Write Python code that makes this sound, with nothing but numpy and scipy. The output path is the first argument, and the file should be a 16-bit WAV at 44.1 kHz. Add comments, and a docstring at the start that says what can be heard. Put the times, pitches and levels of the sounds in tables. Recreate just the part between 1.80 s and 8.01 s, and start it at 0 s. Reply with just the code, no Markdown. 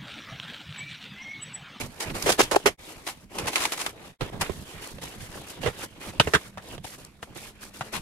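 """Gloves rub close by, outdoors, and stretch film rasps off a ringing cardboard roll in jerks. The film
crackles as it is drawn over a round mould, and scissors snip it twice. Then handfuls of wet mortar thud and
squelch on it and are smeared and patted flat, bursting small air pockets. Sleeves rustle and shifting weight
rumbles throughout, over a faint far hum. The sound fades out briefly twice."""
import sys
import numpy as np
from scipy import signal
from scipy.fft import rfft, irfft, next_fast_len
from scipy.io import wavfile
from scipy.ndimage import uniform_filter1d, map_coordinates

SR = 44100
rng = np.random.default_rng(int(sys.argv[2]) if len(sys.argv) > 2 else 0)


def wav_record(signal):
    """Record a signal, one row per channel, as 16-bit PCM in the file named by sys.argv[1]."""
    frames = np.transpose(np.atleast_2d(signal))
    bounded = np.clip(frames, -1, 1)
    # unit amplitude maps onto the largest positive 16-bit level
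    quanta = np.round(bounded * 32767).astype(np.int16)
    wavfile.write(sys.argv[1], SR, quanta)


N = 273861
TIME_S = np.arange(N) / SR
TOUCH_TIME_S = np.arange(SR // 6) / SR
CONTROL_TIME_S = TIME_S[::SR // 1000]


def amp(db):
    """Decibels to gain."""
    return 10 ** (np.asarray(db) / 20)


def unit_rms(x):
    """Scale to rms 1."""
    return x / np.sqrt(np.mean(x ** 2) + 1e-20)


def over_log_hz(points, hz):
    """Interpolate (Hz, value) points on a log axis."""
    knots_hz, values = np.transpose(points)
    return np.interp(np.log(hz + 1), np.log(knots_hz + 1), values)


def over_time(points):
    """Interpolate (seconds, value) points at every sample."""
    return np.interp(TIME_S, *np.transpose(points))


def wobble(rate_hz, size=N):
    """Smooth random curve, rate_hz knots a second."""
    knots = rng.standard_normal(int(size * rate_hz / SR) + 4)
    return map_coordinates(knots, [np.arange(size) * rate_hz / SR])


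def filtered(x, response):
    """Apply a complex frequency response."""
    size = x.shape[-1]
    padded = 2 * next_fast_len(size // 2 + 2048)
    hz = np.fft.rfftfreq(padded, 1 / SR)
    return irfft(rfft(x, padded) * response(hz), padded)[..., :size]


def colour(points):
    """Minimum-phase response through (Hz, dB) points, falling away beyond the ends."""
    def response(hz):
        (low_hz, low_db), (high_hz, high_db) = points[0], points[-1]
        skirted = [(low_hz / 2, low_db - 20), *points, (high_hz * 2, high_db - 20)]
        cepstrum = irfft(np.log(amp(over_log_hz(skirted, hz))))
        cepstrum[1:len(hz) - 1] *= 2
        cepstrum[len(hz):] = 0
        return np.exp(rfft(cepstrum))
    return response


def resonances(modes, cut_hz):
    """Response of damped modes of alternating sign, low-passed for a soft excitation."""
    def response(hz):
        ring = 0
        for k, (mode_hz, width_hz, db) in enumerate(modes):
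            loss = 1j * hz * width_hz
            ring += (-1) ** k * amp(db) * hz / mode_hz * loss / (mode_hz ** 2 - hz ** 2 + loss)
        return ring / (1 + 1j * hz / cut_hz) ** 3
    return response


def panned(pair, pan_db):
    """Equal-power pan; pan_db is left minus right."""
    half_db = np.broadcast_to(pan_db / 2, pair[0].shape)
    gains = amp([half_db, -half_db])
    return pair * gains / np.sqrt(np.mean(gains ** 2, axis=0))


# Each row: frequency in Hz, share of power common to both microphones.
COHERENCE = [(100, 0.86), (400, 0.77), (1000, 0.39), (3000, 0.2), (10000, 0.1)]

def microphones(direct, scatter, lag_ms):
    """Two microphones share the direct sound; each hears its own scatter from the surroundings."""
    share = lambda hz: over_log_hz(COHERENCE, hz)
    delay_s = np.array([[-0.5], [0.5]]) * lag_ms / 1000
    near = filtered(direct, lambda hz: np.sqrt(share(hz)) * np.exp(-2j * np.pi * hz * delay_s))
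    return near + filtered(scatter, lambda hz: np.sqrt(1 - share(hz)))


# Bodies shade one microphone. Each row: frequency in Hz, pan in dB.
BODY_SHADE = [(150, -1.5), (400, 0), (1300, -3), (3000, -2), (10000, -1)]

def ground_echo(pair, echo_gain=0.35, corner_hz=1500):
    """The ground returns the treble after a short random delay; bodies shade one side."""
    delay_s = rng.uniform(0.00065, 0.0033, (2, 1))
    def response(hz):
        half_db = over_log_hz(BODY_SHADE, hz) / 2
        echo = echo_gain * hz ** 2 / (hz ** 2 + corner_hz ** 2)
        return amp([half_db, -half_db]) * (1 + echo * np.exp(-2j * np.pi * hz * delay_s))
    return filtered(pair, response)


def friction(force, spread_db, clump_db, clump_hz, lag_ms, snap=0):
    """Stereo run of tiny stick-slip releases, unequal and clumped, with an optional opening snap."""
    size = len(force)
    weight = force * amp(clump_db * wobble(clump_hz, size))
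    slips = weight * rng.standard_normal((3, size))
    slips *= amp(spread_db * np.clip(rng.standard_normal((3, size)), -2, 2))
    slips /= np.linalg.norm(slips, axis=1, keepdims=True)
    slips[0, SR // 1000] += snap
    return microphones(slips[0], slips[1:], lag_ms)


def contact(length_s, t60_s, rise_share):
    """Force of one touch: it builds over a share of its length, holds and lets go."""
    rise = 1 - np.exp(-TOUCH_TIME_S / max(rise_share * length_s, 1e-4))
    return rise * amp(-60 * np.maximum(TOUCH_TIME_S - length_s, 0) / t60_s)


def add_touch(track, start_s, drive, force, parts, pan_db):
    """Pass a stereo drive and its echo through each (response, dB) part and mix into the track."""
    echoed = ground_echo(drive)
    sound = sum(amp(db) * unit_rms(filtered(echoed, response)) for response, db in parts)
    sound *= np.sqrt(np.mean(force ** 2))
    slot = track[:, round(start_s * SR):][:, :len(force)]
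    slot += panned(sound, pan_db)[:, :slot.shape[1]]


def push(start_s, length_s, rise_s, t60_s, swell_db=0):
    """Effort of one slow move: it takes hold, swells or fades, and lets go."""
    t = CONTROL_TIME_S - start_s
    held_db = swell_db * (np.clip(t / length_s, 0, 1) - 0.5)
    release_db = -60 * np.maximum(t - length_s, 0) / t60_s
    return (1 + np.tanh(t / rise_s)) / 2 * amp(held_db + release_db)


def effort(pushes, rest_db):
    """Gain per sample: power sum of the moves and a resting level."""
    power = np.interp(TIME_S, CONTROL_TIME_S, np.sum(np.square(pushes), axis=0))
    return np.sqrt(power + amp(rest_db) ** 2)


# Far hum. Each row: time in seconds, level in dB.
HUM_LEVELS = [(4.4, -73), (4.7, -55), (5.3, -65.5), (5.8, -57.5), (6.2, -53)]

def far_hum(pitch_hz=200, waver=0.043):
    """A faint, wavering tone from far off."""
    hz = pitch_hz * (1 + waver * wobble(rate_hz=9.2))
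    return amp(over_time(HUM_LEVELS)) * unit_rms(np.sin(2 * np.pi * np.cumsum(hz) / SR))


# A hand or knee leans on mould or ground. Each row: start in seconds, length in seconds, level in dB.
WEIGHT_LEANS = [(0.0, 0.069, -38), (0.262, .1, -37.5), (0.439, 0.062, -36), (0.584, 0.046, -39.5),
                (0.723, .05, -46.5), (0.851, 0.02, -38), (1.55, .13, -39.5), (2.402, .04, -34.5),
                (2.517, 0.12, -38.5), (2.676, 0.028, -34.5), (2.773, 0.025, -40.5), (2.92, 0.095, -45.5),
                (3.109, 0.028, -39.5), (3.218, .07, -47), (3.36, .06, -42), (3.498, .1, -45.5),
                (3.796, .09, -38.5), (4.022, 0.03, -46), (4.262, 0.028, -39), (4.355, 0.11, -40.5),
                (4.877, 0.13, -46.5), (5.48, 0.034, -47.5), (5.82, .03, -52), (6.13, .07, -43)]
# Rumble spectrum. Each row: frequency in Hz, level in dB.
RUMBLE_EQ = [(20, -2), (55, -3.5), (100, -1.5), (190, -3.5), (270, -9), (500, -28.5)]

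def shifting_weight():
    """Shifting weight makes a low, lumpy rumble, louder at each lean."""
    lumps = friction(np.ones(N), spread_db=2.5, clump_db=3, clump_hz=40, lag_ms=0.039)
    leans = [amp(db) * push(start_s, length_s, rise_s=0.0089, t60_s=0.22)
             for start_s, length_s, db in WEIGHT_LEANS]
    weight = effort(leans, rest_db=-53 - 0.5 * wobble(rate_hz=6))
    return panned(weight * unit_rms(filtered(lumps, colour(RUMBLE_EQ))), pan_db=-3)


def changing_hold(pair, depth_db):
    """The colour of a rub drifts as the glove changes its hold."""
    spectra = signal.stft(pair, nperseg=512)[2]
    drift = rng.standard_normal(spectra.shape[1:])
    drift = uniform_filter1d(drift, size=7, axis=0)
    drift = uniform_filter1d(drift, size=10, axis=1)
    return signal.istft(spectra * amp(depth_db * unit_rms(drift)), nperseg=512)[1][:, :N]


# Glove strokes over film or mortar. 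Each row: start in seconds, length in seconds, level in dB,
# swell from start to end in dB, firmness in dB (a flat palm smears, fingertips hiss).
GLOVE_STROKES = [(0.0, 0.069, -40, -16.5, 1), (0.199, 0.11, -42.5, 2.5, 4.5),
                 (0.347, 0.032, -34.5, -4.5, 1.5), (0.39, .15, -38, 7, -1), (0.584, 0.1, -38.5, -20, 2),
                 (0.718, .19, -52, -5, 1), (0.991, .13, -52, 8, -2), (1.258, 0.048, -50, 5, -10),
                 (1.36, 0.082, -59, 2, 0.5), (1.5, 0.069, -48, 15.5, 3), (1.58, 0.12, -41.5, 0.5, 6.5),
                 (1.719, .38, -42.5, -3, -2), (2.125, .11, -57.5, 2, 9.5), (2.25, 0.056, -53.5, -12, 3),
                 (2.409, 0.085, -46, -8, 7), (2.524, 0.087, -51.5, -6, 13), (2.606, 0.11, -42.5, -14, 2),
                 (2.7, 0.17, -54.5, -3, -3), (2.88, 0.047, -52, -1, -3), (3.022, 0.1, -45.5, -8, -1.5),
                 (3.218, 0.15, -47.5, -16.5, -0.5), (3.4, 0.073, -48.5, -4, -3.5),
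                 (3.499, 0.085, -49.5, 8, 1.5), (3.665, 0.043, -48, 7, -4.5), (3.77, 0.023, -53, -1, 13),
                 (3.814, 0.093, -44.5, -6, -1), (3.94, .1, -46, 18, -0.5), (4.16, .025, -54, -4, 6.5),
                 (4.204, 0.1, -44, 1, 0.5), (4.33, 0.055, -51, -4.5, 7.5), (4.411, .27, -48.5, -7.5, -1),
                 (4.81, 0.14, -50, 11.5, 2.5), (5.043, 0.11, -48, -6.5, -4.5),
                 (5.18, 0.091, -55, -8.5, 0.5), (5.43, 0.02, -49, -12, -1.5),
                 (5.47, 0.074, -64, -4.5, 11.5), (5.553, .14, -49, -2.5, -4),
                 (5.816, 0.074, -49, -12.5, -3.5), (5.94, 0.056, -50.5, -2, -4.5),
                 (6.039, 0.058, -51.5, -9, 2.5), (6.126, 0.058, -41.5, -1, -1)]

def stroke_gain(rest_db, per_firm=0):
    """Strength of all strokes in a layer that gains per_firm dB per dB of firmness."""
    strokes = [amp(db + per_firm * firm_db)
               * push(start_s, length_s, rise_s=0.0078, t60_s=0.1, swell_db=swell_db)
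               for start_s, length_s, db, swell_db, firm_db in GLOVE_STROKES]
    return effort(strokes, rest_db)


# Sleeve rustle between strokes. Each row: time in seconds, level in dB.
SLEEVE_LEVELS = [(0, -54), (1.2, -51.5), (1.46, -61), (2.3, -56), (3.6, -51.5), (4.7, -60.5), (5.38, -65.5),
                 (5.7, -61), (6.2, -56.5)]
# Where the hands work. Each row: time in seconds, pan in dB.
HAND_PAN = [(0, -3.5), (1, 0.5), (2.3, 0), (2.63, -2.5), (2.9, -1.5), (3.5, 0), (4.3, -1.5), (5.8, -1.5),
            (6.2, 3)]
# Rubbing spectra. Each row: frequency in Hz, level in dB.
SMEAR_EQ = [(150, -19), (310, -1), (450, -2), (1000, -7.5), (1800, -32.5)]
SCRAPE_EQ = [(650, -22.5), (1100, -2), (2400, -0.5), (3700, -4), (6500, -20)]
HISS_EQ = [(2400, -12), (4400, -0.5), (7000, -0.5), (10500, -1), (12500, -3.5), (15500, -19.5)]

def rubbing(smear_db=-1, hiss_db=-1):
    """Gloves drag over paste, sand and film in fine friction grains; sleeves rustle in between."""
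    rest_db = over_time(SLEEVE_LEVELS) + 3.5 * wobble(rate_hz=12)
    coarse = friction(np.ones(N), spread_db=8.5, clump_db=1.5, clump_hz=110, lag_ms=0.11)
    coarse = changing_hold(coarse, depth_db=2.8)
    fine = friction(np.ones(N), spread_db=7, clump_db=2, clump_hz=200, lag_ms=0.047)
    smear = stroke_gain(rest_db, per_firm=0.81) * unit_rms(filtered(fine, colour(SMEAR_EQ)))
    scrape = stroke_gain(rest_db) * unit_rms(filtered(coarse, colour(SCRAPE_EQ)))
    hiss = stroke_gain(rest_db - 3, per_firm=-0.82) * unit_rms(filtered(fine, colour(HISS_EQ)))
    return panned(amp(smear_db) * smear + scrape + amp(hiss_db) * hiss, over_time(HAND_PAN))


def bubbles(count=260, median_hz=1700, t60_cycles=14, gain_db=5, wet_from_s=3.0):
    """Air pockets burst in the smeared mortar, louder under a harder stroke."""
    start_s = rng.uniform(wet_from_s, N / SR, (count, 1))
    pitch, size, side = rng.standard_normal((count, 3)).T[:, :, None]
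    t = TOUCH_TIME_S[:SR // 50]
    cycles = median_hz * np.exp(0.5 * np.clip(pitch, -2, 2)) * t
    pops = amp(3.3 * np.clip(size, -2, 2) - 60 * cycles / t60_cycles) * np.sin(2 * np.pi * cycles)
    index = ((start_s + t) * SR).round().astype(int).ravel()
    pair = np.array([np.bincount(index, (pops * amp(db * side)).ravel(), N)[:N] for db in (2, -2)])
    return amp(gain_db) * stroke_gain(over_time(SLEEVE_LEVELS)) * pair


# Film creased, cut or brushed. Each row: start, length and t60 in seconds; level, thinness and pan in dB.
FILM_CREASES = [(0.2, 0.032, .07, -35, 3, 1), (0.423, 0.0038, .02, -37, 12.5, -4),
                (1.265, 0.024, .13, -33.5, -1.5, 2.5), (1.583, 0.016, .05, -32.5, 0, 1.5),
                (1.669, 0.016, .1, -28.5, -1, 2), (1.731, 0.0047, .09, -33, -2.5, 1),
                (1.755, 0.016, 0.26, -28, -2.5, 2.5), (1.802, 0.056, 0.073, -29.5, -0.5, 3),
                (1.92, 0.011, .065, -29.5, 1, 1), (1.975, 0.0035, .035, -34, -1, 3),
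                (1.991, 0.017, .06, -34.5, 0.5, 3.5), (2.012, .003, .075, -30.5, 2.5, 0.5),
                (2.063, 0.00085, 0.034, -22.5, -3.5, 1.5), (2.61, 0.0091, .05, -24, -1.5, 3),
                (5.249, 0.0011, .01, -53, 18.5, 7), (6.13, 0.037, .09, -33, -3, 5.5)]
# Film spectra. Each row: frequency in Hz, level in dB.
SHEET_EQ = [(120, -21), (330, -4.5), (520, -8.5), (800, 2), (1400, -2), (2300, -15)]
CRACKLE_EQ = [(900, -27), (1600, 5.5), (2400, 3), (4200, -5), (6500, -46)]
FILM_FIZZ_EQ = [(3000, -24.5), (4700, 2), (7000, 0), (11000, -3.5), (15000, -19)]

def film_crinkle():
    """Creases snap through the taut sheet; thin ones fizz more and move the sheet less."""
    out = np.zeros((2, N))
    for start_s, length_s, t60_s, db, thin_db, pan_db in FILM_CREASES:
        force = contact(length_s, t60_s, rise_share=0.049)
        snap = 0.36 * np.exp(-length_s / 0.0088)
        drive = friction(force, spread_db=9, clump_db=2, clump_hz=290, lag_ms=0.077, snap=snap)
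        parts = [(colour(SHEET_EQ), db - 1.5 - 0.25 * thin_db),
                 (colour(CRACKLE_EQ), db),
                 (colour(FILM_FIZZ_EQ), db - 1.5 + thin_db)]
        add_touch(out, start_s, drive, force, parts, pan_db)
    return out


# Scissors closing. Each row: start in seconds, level in dB, pan in dB.
SCISSOR_SNIPS = [(1.757, -16, 0), (1.851, -20.5, 1)]
# Blade resonances. Each row: frequency in Hz, width in Hz, level in dB.
BLADE_MODES = [(2320, 610, 1), (4060, 1200, -5.5)]

def scissors():
    """The blades shear the taut film in short, bright bites, damped by the hand."""
    out = np.zeros((2, N))
    force = contact(length_s=0.004, t60_s=0.015, rise_share=0.3)
    blades = resonances(BLADE_MODES, cut_hz=4800)
    for start_s, db, pan_db in SCISSOR_SNIPS:
        drive = friction(force, spread_db=6, clump_db=3, clump_hz=470, lag_ms=0.13, snap=0.3)
        parts = [(blades, db), (colour(FILM_FIZZ_EQ), db - 8), (colour(SHEET_EQ), db - 10)]
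        add_touch(out, start_s, drive, force, parts, pan_db)
    return out


# Film peeling off the roll. Each row: start, length and t60 in seconds; roll, rasp, fizz and pan in dB;
# damping by the grip as a factor on mode width.
FILM_TUGS = [(0.459, 0.035, 0.04, -22.5, -27, -28, -1, 1.7),
             (0.492, 0.013, 0.061, -16.5, -28, -21, -1, 4.1),
             (0.517, 0.011, 0.03, -49, -30.5, -23, 0.5, 2.2),
             (0.591, 0.026, 0.021, -15, -20, -20.5, 1, 3.7),
             (0.621, 0.017, 0.075, -40, -39.5, -29, -0.5, 1.2),
             (0.712, 0.0053, 0.2, -19, -32.5, -27.5, -3.5, 5.5),
             (0.758, 0.0063, 0.025, -9.5, -25, -25.5, 3, 0.96),
             (0.857, 0.017, 0.08, -15, -19.5, -22, -2, 1.44)]
# Cardboard roll resonances. Each row: frequency in Hz, width before damping in Hz, level in dB.
ROLL_MODES = [(162, 41, -12), (402, 85, 15), (745, 155, 11), (826, 105, 12.5)]
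# Peeling spectra. Each row: frequency in Hz, level in dB.
PEEL_RASP_EQ = [(700, -17), (1150, -2), (1500, -4), (2700, -3), (4200, -26)]
PEEL_FIZZ_EQ = [(2000, -28), (3200, -2), (6000, -1), (11000, -7.5), (15000, -20.5)]

def film_roll():
    """Clinging film lets go in jerks: the first slips ring the roll, the film's sizzle lasts longer."""
    out = np.zeros((2, N))
    for start_s, length_s, t60_s, roll_db, rasp_db, fizz_db, pan_db, damping in FILM_TUGS:
        jerk = contact(0.75 * length_s, 0.81 * t60_s, rise_share=0.01)
        drive = friction(jerk, spread_db=4.5, clump_db=5, clump_hz=598, lag_ms=0.089, snap=0.24)
        tube = resonances([(hz, width_hz * damping, db) for hz, width_hz, db in ROLL_MODES], cut_hz=1350)
        add_touch(out, start_s, drive, jerk, [(tube, roll_db - 0.15)], pan_db / 2)
        peel = contact(length_s, t60_s, rise_share=0.1)
        drive = friction(peel, spread_db=4, clump_db=2, clump_hz=1200, lag_ms=0.19)
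        sizzle = [(colour(PEEL_RASP_EQ), rasp_db), (colour(PEEL_FIZZ_EQ), fizz_db)]
        add_touch(out, start_s, drive, peel, sizzle, pan_db)
    return out


# Mortar dropped or slapped. Each row: start, length and t60 in seconds; level, wetness, sharpness
# and pan in dB; air pocket pitch in Hz.
MORTAR_PATS = [(2.408, 0.0078, 0.085, -28, -5, -0.5, -6, 470),
               (2.695, 0.0048, .04, -25.5, -20, -13, -14, 394),
               (3.183, .003, 0.027, -39.5, -8, 2.5, -5, 520),
               (3.829, .055, 0.033, -31, -8.5, 3, -11.5, 450), (3.859, .016, .09, -25, -4.5, -4, -2, 477),
               (4.398, 0.0042, 0.012, -12.5, -4, 6.5, 1, 691),
               (4.404, .0057, 0.057, -25, 4.5, 0.5, -1.5, 397), (4.472, .005, .06, -23, -7, -4.5, -1, 402),
               (4.535, .018, 0.068, -21.5, 6, -6.5, -1, 406),
               (4.773, 0.0076, 0.11, -38.5, -0.5, -7, 1.5, 646),
               (4.979, .003, .025, -37.5, -8.5, 5, -8.5, 444), (5.043, .0075, .03, -36, -6.5, 2.5, 5, 760),
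               (5.427, 0.0029, .03, -35.5, 2.5, -5.5, 4.5, 690),
               (5.558, 0.0085, 0.054, -40, -14.5, 3, -11.5, 322),
               (6.008, 0.0042, 0.065, -29.5, 0.5, -7, 3, 677)]
# Air cupped under the glove. Each row: multiple of its pitch, width in Hz at POCKET_REF_HZ, level in dB.
POCKET_MODES = [(1, 87.3, 15.5), (1.75, 133, -2)]
POCKET_REF_HZ = 437
# Wet impact spectra. Each row: frequency in Hz, level in dB.
THUD_EQ = [(20, -31.5), (70, -2.5), (145, -0.5), (210, -10.5), (300, -13.5), (450, -53)]
SMACK_EQ = [(600, -25), (1000, 0.5), (1350, 10), (1850, 6.5), (2900, -25)]
SQUIRT_EQ = [(1800, -24), (2650, 10), (3600, 10), (4800, 1), (7000, -33)]
SPRAY_EQ = [(3500, -33), (5200, 5.5), (9500, 2), (15000, -16.5)]

def mortar():
    """Wet mortar does not ring: it thuds, cupped air pops, water and air squirt from under the glove."""
    out = np.zeros((2, N))
    for start_s, length_s, t60_s, db, wet_db, sharp_db, pan_db, pocket_hz in MORTAR_PATS:
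        force = contact(length_s, t60_s, rise_share=0.035)
        snap = 1.5 * np.exp(-length_s / 0.01)  # brief blows smack, long ones squelch
        drive = friction(force, spread_db=4, clump_db=1.5, clump_hz=430, lag_ms=0.084, snap=snap)
        leak = (pocket_hz / POCKET_REF_HZ) ** 2  # smaller, higher pockets leak faster
        modes = [(k * pocket_hz, width_hz * leak, mode_db) for k, width_hz, mode_db in POCKET_MODES]
        smack_db = db + wet_db
        parts = [(colour(THUD_EQ), db - 4.5),
                 (resonances(modes, cut_hz=1930), db),
                 (colour(SMACK_EQ), smack_db),
                 (colour(SQUIRT_EQ), smack_db - 1.5 + sharp_db),
                 (colour(SPRAY_EQ), smack_db - 11 + 0.31 * sharp_db)]
        add_touch(out, start_s, drive, force, parts, pan_db)
    return out


def scene():
    """Film and mortar work over rubbing, rumble and hum."""
    handwork = film_roll() + film_crinkle() + scissors() + mortar() + bubbles()
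    return handwork + rubbing() + shifting_weight() + far_hum()


# Brief dips to silence. Each row: time, fade-out and fade-in in seconds.
BRIEF_DIPS = [(0.972, 0.043, 0.019), (2.384, 0.071, 0.03)]

def record(dry, top_hz=15750):
    """Dip briefly to silence, clip at full scale and band-limit."""
    for time_s, fade_out_s, fade_in_s in BRIEF_DIPS:
        ramp = np.maximum((time_s - TIME_S) / fade_out_s, (TIME_S - time_s) / fade_in_s)
        dry = dry * np.clip(ramp, 0, 1) ** 2
    return filtered(np.clip(dry, -1, 1), lambda hz: hz < top_hz)


dry = scene()
out = record(dry)
wav_record(out)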